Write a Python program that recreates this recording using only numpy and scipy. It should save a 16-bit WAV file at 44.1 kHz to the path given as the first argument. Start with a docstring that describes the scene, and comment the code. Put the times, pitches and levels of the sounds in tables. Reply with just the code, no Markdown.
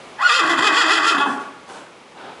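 """A high, shaking squeal rises over a faint background: a horse whinnies in a stable aisle, a few metres off.
Its voice box sounds two pitches at once, the squeal and a lower, rough voice. They shake together about
seven times a second and settle into a nicker, a short, low chuckle. Soft blows of air through the
nostrils follow, and the aisle echoes."""
import sys
import numpy as np
from scipy import signal
from scipy.fft import rfft, irfft
from scipy.io import wavfile
from scipy.ndimage import uniform_filter1d, minimum_filter1d

SR = 44100
rng = np.random.default_rng(int(sys.argv[2]) if len(sys.argv) > 2 else 0)


def generate_wav(signal):
    """Clip the signal to [-1, 1] and save it as 16-bit WAV at the path in sys.argv[1]."""
    frames = np.transpose(np.atleast_2d(signal))
    scaled = np.clip(frames, -1, 1) * 32767
    pcm = np.round(scaled).astype(np.int16)
    wavfile.write(sys.argv[1], SR, pcm)


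N = 105840
TOP_HZ = 11050  # upper edge of the sound


def undb(db):
    """Turn decibels into a number to multiply by."""
    return 10 ** (np.asarray(db) / 20)


def curve(table, column=1):
    """One column of a table, joined by straight lines in time."""
    rows = np.array(table)
    return np.interp(np.arange(N) / SR, rows[:, 0], rows[:, column])


def unit(x):
    """Scale to an average strength (rms) of 1."""
    return x / np.sqrt(np.mean(x ** 2))


def steady(x, size=900):
    """Even out the strength so it stays near 1 from moment to moment."""
    power = uniform_filter1d(uniform_filter1d(x ** 2, size), size)
    return x / np.sqrt(np.abs(power) + 1e-12)


def noise():
    """White noise: an even hiss."""
    return rng.standard_normal(N)


def wander(per_s):
    """Drift between random values, per_s of them each second."""
    return unit(np.interp(np.arange(N) / SR * per_s, np.arange(N), noise()))


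def colour(x, points):
    """Shape the tone with (frequency [Hz], level [dB]) points."""
    hz, db = np.array(points).T
    bins = np.maximum(np.fft.rfftfreq(4096, 1 / SR), 1)
    gain = undb(np.interp(np.log(bins), np.log(hz), db))
    # build the filter so that it rings only after a sound, never before
    cepstrum = irfft(np.log(gain))
    half = len(cepstrum) // 2
    one_sided = cepstrum * np.r_[1, np.full(half - 1, 2), np.zeros(half)]
    response = irfft(np.exp(rfft(one_sided)))
    return signal.fftconvolve(x, response)[:N]


def split(x, hz):
    """The parts below and above a frequency."""
    low = signal.sosfiltfilt(signal.butter(4, hz, fs=SR, output="sos"), x)
    return low, x - low


# tone of the background (frequency [Hz], level [dB])
BACKGROUND_TONE = [(15, -65), (25, -32), (85, -14.5), (156, -6.5), (241, -4), (274, -2.5), (311, -7),
                   (344, -1.5), (468, -3), (588, -1.5), (668, -5.5), (907, -4), (1080, -7), (1170, -4.5),
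                   (1630, -12.5), (2210, -9.5), (11000, -30), (14300, -66), (22000, -120)]
# the background dips under the call (time [s], level [dB])
BACKGROUND_LEVEL = [(0, -39.5), (.19, -40.5), (.27, -46.5), (1.25, -40.5), (1.6, -44), (2.1, -45),
                    (2.4, -43)]


def background():
    """Faint, slightly wavering noise of the stable and the yard outside."""
    return unit(colour(noise(), BACKGROUND_TONE)) * undb(curve(BACKGROUND_LEVEL) + 0.2 * wander(9.02))


def early_echoes(x, decay_s=0.0076, evenness=0.63):
    """Quick echoes from floor and stalls join the sound, blurring it and colouring it a little."""
    t = np.arange(N) / SR
    echoes = unit(noise() * np.exp(-t / decay_s)) / np.sqrt(N)
    response = rfft((t == 0) + echoes, 2 * N)
    response /= np.abs(response) ** evenness  # at 1 the echoes would add no colour
    response /= np.sqrt(np.mean(np.abs(response) ** 2))
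    return irfft(rfft(x, 2 * N) * response)[:N]


def aisle(x, low_fade_s=0.72, treble_fade_s=0.39, tail_db=-7.5, delay_s=0.0084):
    """Sound bounces around the aisle: quick echoes, then a dense tail whose treble dies first."""
    t = np.arange(N) / SR
    low, treble = split(noise(), 3100)
    tail = (low * undb(-60 * t / low_fade_s) + treble * undb(-60 * t / treble_fade_s)) * (t > delay_s)
    return early_echoes(x) + undb(tail_db) * signal.fftconvolve(x, unit(tail))[:N] / np.sqrt(N)


# puffs of air (start [s], rise [s], hold [s], fade [s], body level [dB], hiss level [dB])
BLOWS = [(1.249, 0.036, .02, .06, -36, -43), (1.392, 0.017, 0.01, 0.035, -40, -55),
         (1.67, 0.02, 0.076, 0.061, -38, -48.5), (2.146, 0.052, 0.079, 0.077, -37, -80)]
# tone of a puff's hollow body (frequency [Hz], level [dB])
BLOW_BODY = [(47, -50), (80, -24), (234, -4.5), (375, -3), (416, -5), (756, 0.5), (821, -3), (1520, -4),
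             (1910, -15.5), (3330, -15), (11000, -48), (14300, -62), (22000, -120)]
# tone of its thin hiss (frequency [Hz], level [dB])
BLOW_HISS = [(2000, -20), (4500, 3), (8000, 2), (11000, -4.5)]


def nostril_blows():
    """Air rushes through the fluttering nostrils: a hollow body and a thin hiss."""
    t, out = np.arange(N) / SR, 0
    body = unit(colour(noise(), BLOW_BODY)) * undb(1.8 * wander(70))
    hiss = unit(colour(noise(), BLOW_HISS))
    for start, rise, hold, fade, body_db, hiss_db in BLOWS:
        swell = np.clip((t - start) / rise, 0, 1)
        dying = np.exp(-np.maximum(t - start - rise - hold, 0) / fade)
        out = out + swell * dying * (undb(body_db) * body + undb(hiss_db) * hiss)
    return out


# deep chest tone, before its boost (time [s], level [dB])
CHEST_LEVEL = [(.22, -41), (.3, -45), (.385, -35), (.43, -35), (.58, -28.5), (.66, -39), (.735, -34),
               (.79, -52), (.87, -28.5), (.94, -40.5), (1.01, -49), (1.08, -37), (1.25, -31), (1.34, -31),
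               (1.42, -55)]
# brief grunts (middle [s], half length [s], level [dB])
GRUNTS = [(0.453, 0.019, -33.5), (0.579, 0.014, -27), (1.183, .02, -47), (1.305, 0.047, -40.5)]


def chest(phase, boost_db=5):
    """The deepest tone of the low voice, with brief grunts an octave below."""
    t = np.arange(N) / SR
    tone = np.cos(phase) * undb(curve(CHEST_LEVEL) + boost_db)
    grunt_gain = sum(undb(db) * np.exp(-((t - at) / half) ** 2) for at, half, db in GRUNTS)
    return tone + grunt_gain * np.cos(phase / 2 + .4 * wander(80))


# how throat and nose ring with the mouth open (frequency [Hz], level [dB])
OPEN_THROAT = [(59, -68), (100, -39), (252, -24), (278, -5.5), (319, -4.5), (381, -18), (532, -20.5),
               (611, -9), (758, -11), (941, -13.5), (1120, 1), (1190, -4), (1390, -3.5), (1800, -6.5),
               (1990, -0.5), (2240, -33), (2520, -7), (2830, -21.5), (3190, -6.5), (3960, -22),
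               (4820, -14.5), (6100, -28.5), (7280, -20.5), (8350, -35.5), (11000, -39), (14300, -86),
               (22000, -120)]
# how they ring as the mouth closes for the nicker (frequency [Hz], level [dB])
NICKER_THROAT = [(90, -63), (280, -9), (400, 2), (560, -21.5), (740, 0.5), (850, -2), (980, -1), (1130, 2),
                 (1270, -5.5), (1410, -1), (1700, -5.5), (1950, -17.5), (2250, -46.5), (2550, -10.5),
                 (2850, -24), (3350, -10.5), (4000, -36), (4700, -30), (6000, -38), (7200, -34),
                 (11000, -40)]


def throat(source, nicker_at_s=1.16, closing_s=.04):
    """Throat and nose favour some frequencies; these change as the mouth closes."""
    closed = np.clip((np.arange(N) / SR - nicker_at_s) / closing_s, 0, 1)
    open_voice = steady(colour(source, OPEN_THROAT))
    nicker = steady(colour(source, NICKER_THROAT))
    return np.sqrt(1 - closed) * open_voice + np.sqrt(closed) * nicker


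def vocal_fold(phase, hz, fall_db, count):
    """A vibrating fold in the voice box makes a tone and overtones, fall_db weaker each octave."""
    return sum(undb(-fall_db * np.log2(k)) * np.cos(k * phase) * (k * hz < TOP_HZ)
               for k in range(1, count + 1))


LOW_JITTER, SQUEAL_JITTER = 0.02, 0.0093  # pitch wobble, as a share of the pitch with the rasp at 0 dB
FLUTTER, THROB = 0.6, 0.34  # fast and slower unevenness in loudness
SQUEAL_CHOP, RASP_CHOP = 0.93, 0.63  # how strongly the low voice chops each one
THIN_FROM_HZ, THIN_SPAN_HZ = 385, 70  # pitch range over which the low voice loses its rumble
RUMBLE_HZ, RASP_CUT_HZ, BASS_CUT_HZ = 430, 270, 143  # lower edges: thinned voice, rasp, whole call
# the two pitches of the voice box (time [s], low voice [Hz], squeal [Hz])
PITCH = [(.18, 852, 792), (.2, 845, 956.5), (.222, 827, 1159), (.242, 692.4, 1440), (.275, 570.4, 1448),
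         (.3, 460.2, 1202), (.318, 475, 1171), (.352, 535.5, 1410), (.385, 514.8, 1401), (.41, 344.5, 1130),
         (.465, 305, 1116), (.505, 352.6, 1122), (.56, 300.6, 1100), (.585, 258.7, 900), (.61, 350.7, 1070),
         (.645, 447.6, 1260), (.672, 419.1, 1260), (.695, 333, 1125), (.728, 291.3, 1130),
         (.755, 410, 1240), (.778, 488.9, 1467), (.805, 479.8, 1445), (.85, 314.1, 1163),
         (.885, 318.9, 1120), (.922, 437, 1376), (.948, 424.4, 1398), (.985, 307.9, 1121),
         (1.025, 305.3, 1133), (1.07, 465, 1378), (1.105, 420, 1380), (1.14, 300, 1147), (1.18, 276, 1128),
         (1.21, 286.2, 1131), (1.275, 283.9, 1127), (1.3, 234.1, 1102), (1.325, 279.7, 1103),
         (1.42, 281.8, 1118)]
# the mix of the voice (time [s], squeal [dB], low voice [dB], rasp [dB])
VOICE_MIX = [(.18, -23, -30, -20), (.265, 6, -13, -15), (.3, -3, -10, -11), (.38, -1, -10, -11.5),
             (.44, -4, -5.5, -3.5), (.53, -8.5, -10.5, -7), (.59, -8, -5, -1.5), (.66, 0.5, -1.5, -6),
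             (.73, -8, -5, -6), (.79, -2, 0.5, -11.5), (.86, -8.5, -0.5, -4), (.935, 0.5, -6, -6.5),
             (1, -9.5, -4, -5), (1.09, 1.5, -5, -5.5), (1.18, -4, -8, 3.5), (1.205, -17, -8, -17.5),
             (1.24, -16.5, -1, -15.5), (1.265, -13, -10.5, 0), (1.305, 2.5, -4, -9),
             (1.335, -23, 4.5, -6.5), (1.42, -30, -1.5, -2.5)]
# rise and fall of the call, before boost, fades and throb (time [s], body [dB], treble [dB])
CALL_LEVEL = [(0.17, -35, -44), (0.198, -24, -43), (0.22, -14, -28), (0.266, -9, -23.5),
              (0.28, -24.5, -22.5), (0.314, -9, -19.5), (0.328, -25.5, -19.5), (0.406, -14, -20),
              (0.418, -17, -35.5), (0.506, -15, -23), (0.558, -19.5, -36.5), (0.588, -22, -27),
              (0.596, -15.5, -25), (0.676, -16.5, -17), (0.71, -16.5, -42), (0.736, -17.5, -22),
              (0.822, -20, -19.5), (0.844, -20, -29.5), (0.922, -18, -21), (0.954, -20.5, -19.5),
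              (1.006, -16, -30), (1.092, -18.5, -16), (1.14, -17, -37), (1.158, -21, -29),
              (1.17, -9, -42.5), (1.18, -28, -35), (1.202, -14.5, -20.5), (1.318, -27, -58),
              (1.454, -33, -61), (1.5, -46, -52)]
# tone of the breathy rasp (frequency [Hz], level [dB])
RASP_TONE = [(1500, -2), (3500, -1.5), (7500, -2.5), (10000, 4)]


def whinny(treble_from_hz=2073, boost_db=0.5):
    """Squeal, low pulses and rasp pass through the throat; more rasp makes the voice less steady."""
    squeal_gain, low_gain, rasp_gain = (undb(curve(VOICE_MIX, column=k)) for k in (1, 2, 3))
    low_pitch = curve(PITCH, column=1)
    low_hz = low_pitch * (1 + LOW_JITTER * rasp_gain * wander(500))
    squeal_hz = curve(PITCH, column=2) * (1 + SQUEAL_JITTER * rasp_gain * wander(500))
    low_phase, squeal_phase = (2 * np.pi * np.cumsum(hz) / SR for hz in (low_hz, squeal_hz))
    flutter = np.exp(FLUTTER * rasp_gain * wander(220))
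    throb = np.exp(THROB * np.sqrt(rasp_gain) * wander(110))

    pulses = vocal_fold(low_phase, low_hz, fall_db=0.37, count=26) * flutter
    squeal = vocal_fold(squeal_phase, squeal_hz, fall_db=4.5, count=8)
    squeal *= 1 + SQUEAL_CHOP * low_gain * np.cos(low_phase)
    breath = colour(noise(), RASP_TONE) * np.exp(RASP_CHOP * np.cos(low_phase)) * flutter
    rasp = split(breath, RASP_CUT_HZ)[1]
    mix = squeal_gain * throat(squeal) + low_gain * throat(pulses) + rasp_gain * throat(rasp)

    body, treble = split(mix, treble_from_hz)
    thin = np.clip((low_pitch - THIN_FROM_HZ) / THIN_SPAN_HZ, 0, 1)
    body = body - thin * split(body, RUMBLE_HZ)[0]
    body = steady(body) * undb(curve(CALL_LEVEL, column=1) + boost_db)
    treble = steady(treble) * undb(curve(CALL_LEVEL, column=2) + boost_db)
    fades = curve([(.175, 0.051), (.2, 0.84), (1.37, 0.94), (1.46, 0.077)])
    call = fades * throb * (body + treble + chest(low_phase) * flutter)
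    return split(call, BASS_CUT_HZ)[1]


def scene():
    """The horse in the aisle, over the background."""
    return (aisle(whinny() + nostril_blows()) + background())[None]


def record(dry, ceiling=0.655, react_s=.004):
    """A limiter briefly turns down the loudest peaks, and the highest treble is cut."""
    span = int(react_s * SR)
    needed_gain = ceiling / np.maximum(np.abs(dry), ceiling)
    gain = uniform_filter1d(minimum_filter1d(needed_gain, span), span)
    treble_cut = signal.ellip(12, .2, 80, TOP_HZ, fs=SR, output="sos")
    return signal.sosfilt(treble_cut, dry * gain)


dry = scene()
out = record(dry)
generate_wav(out)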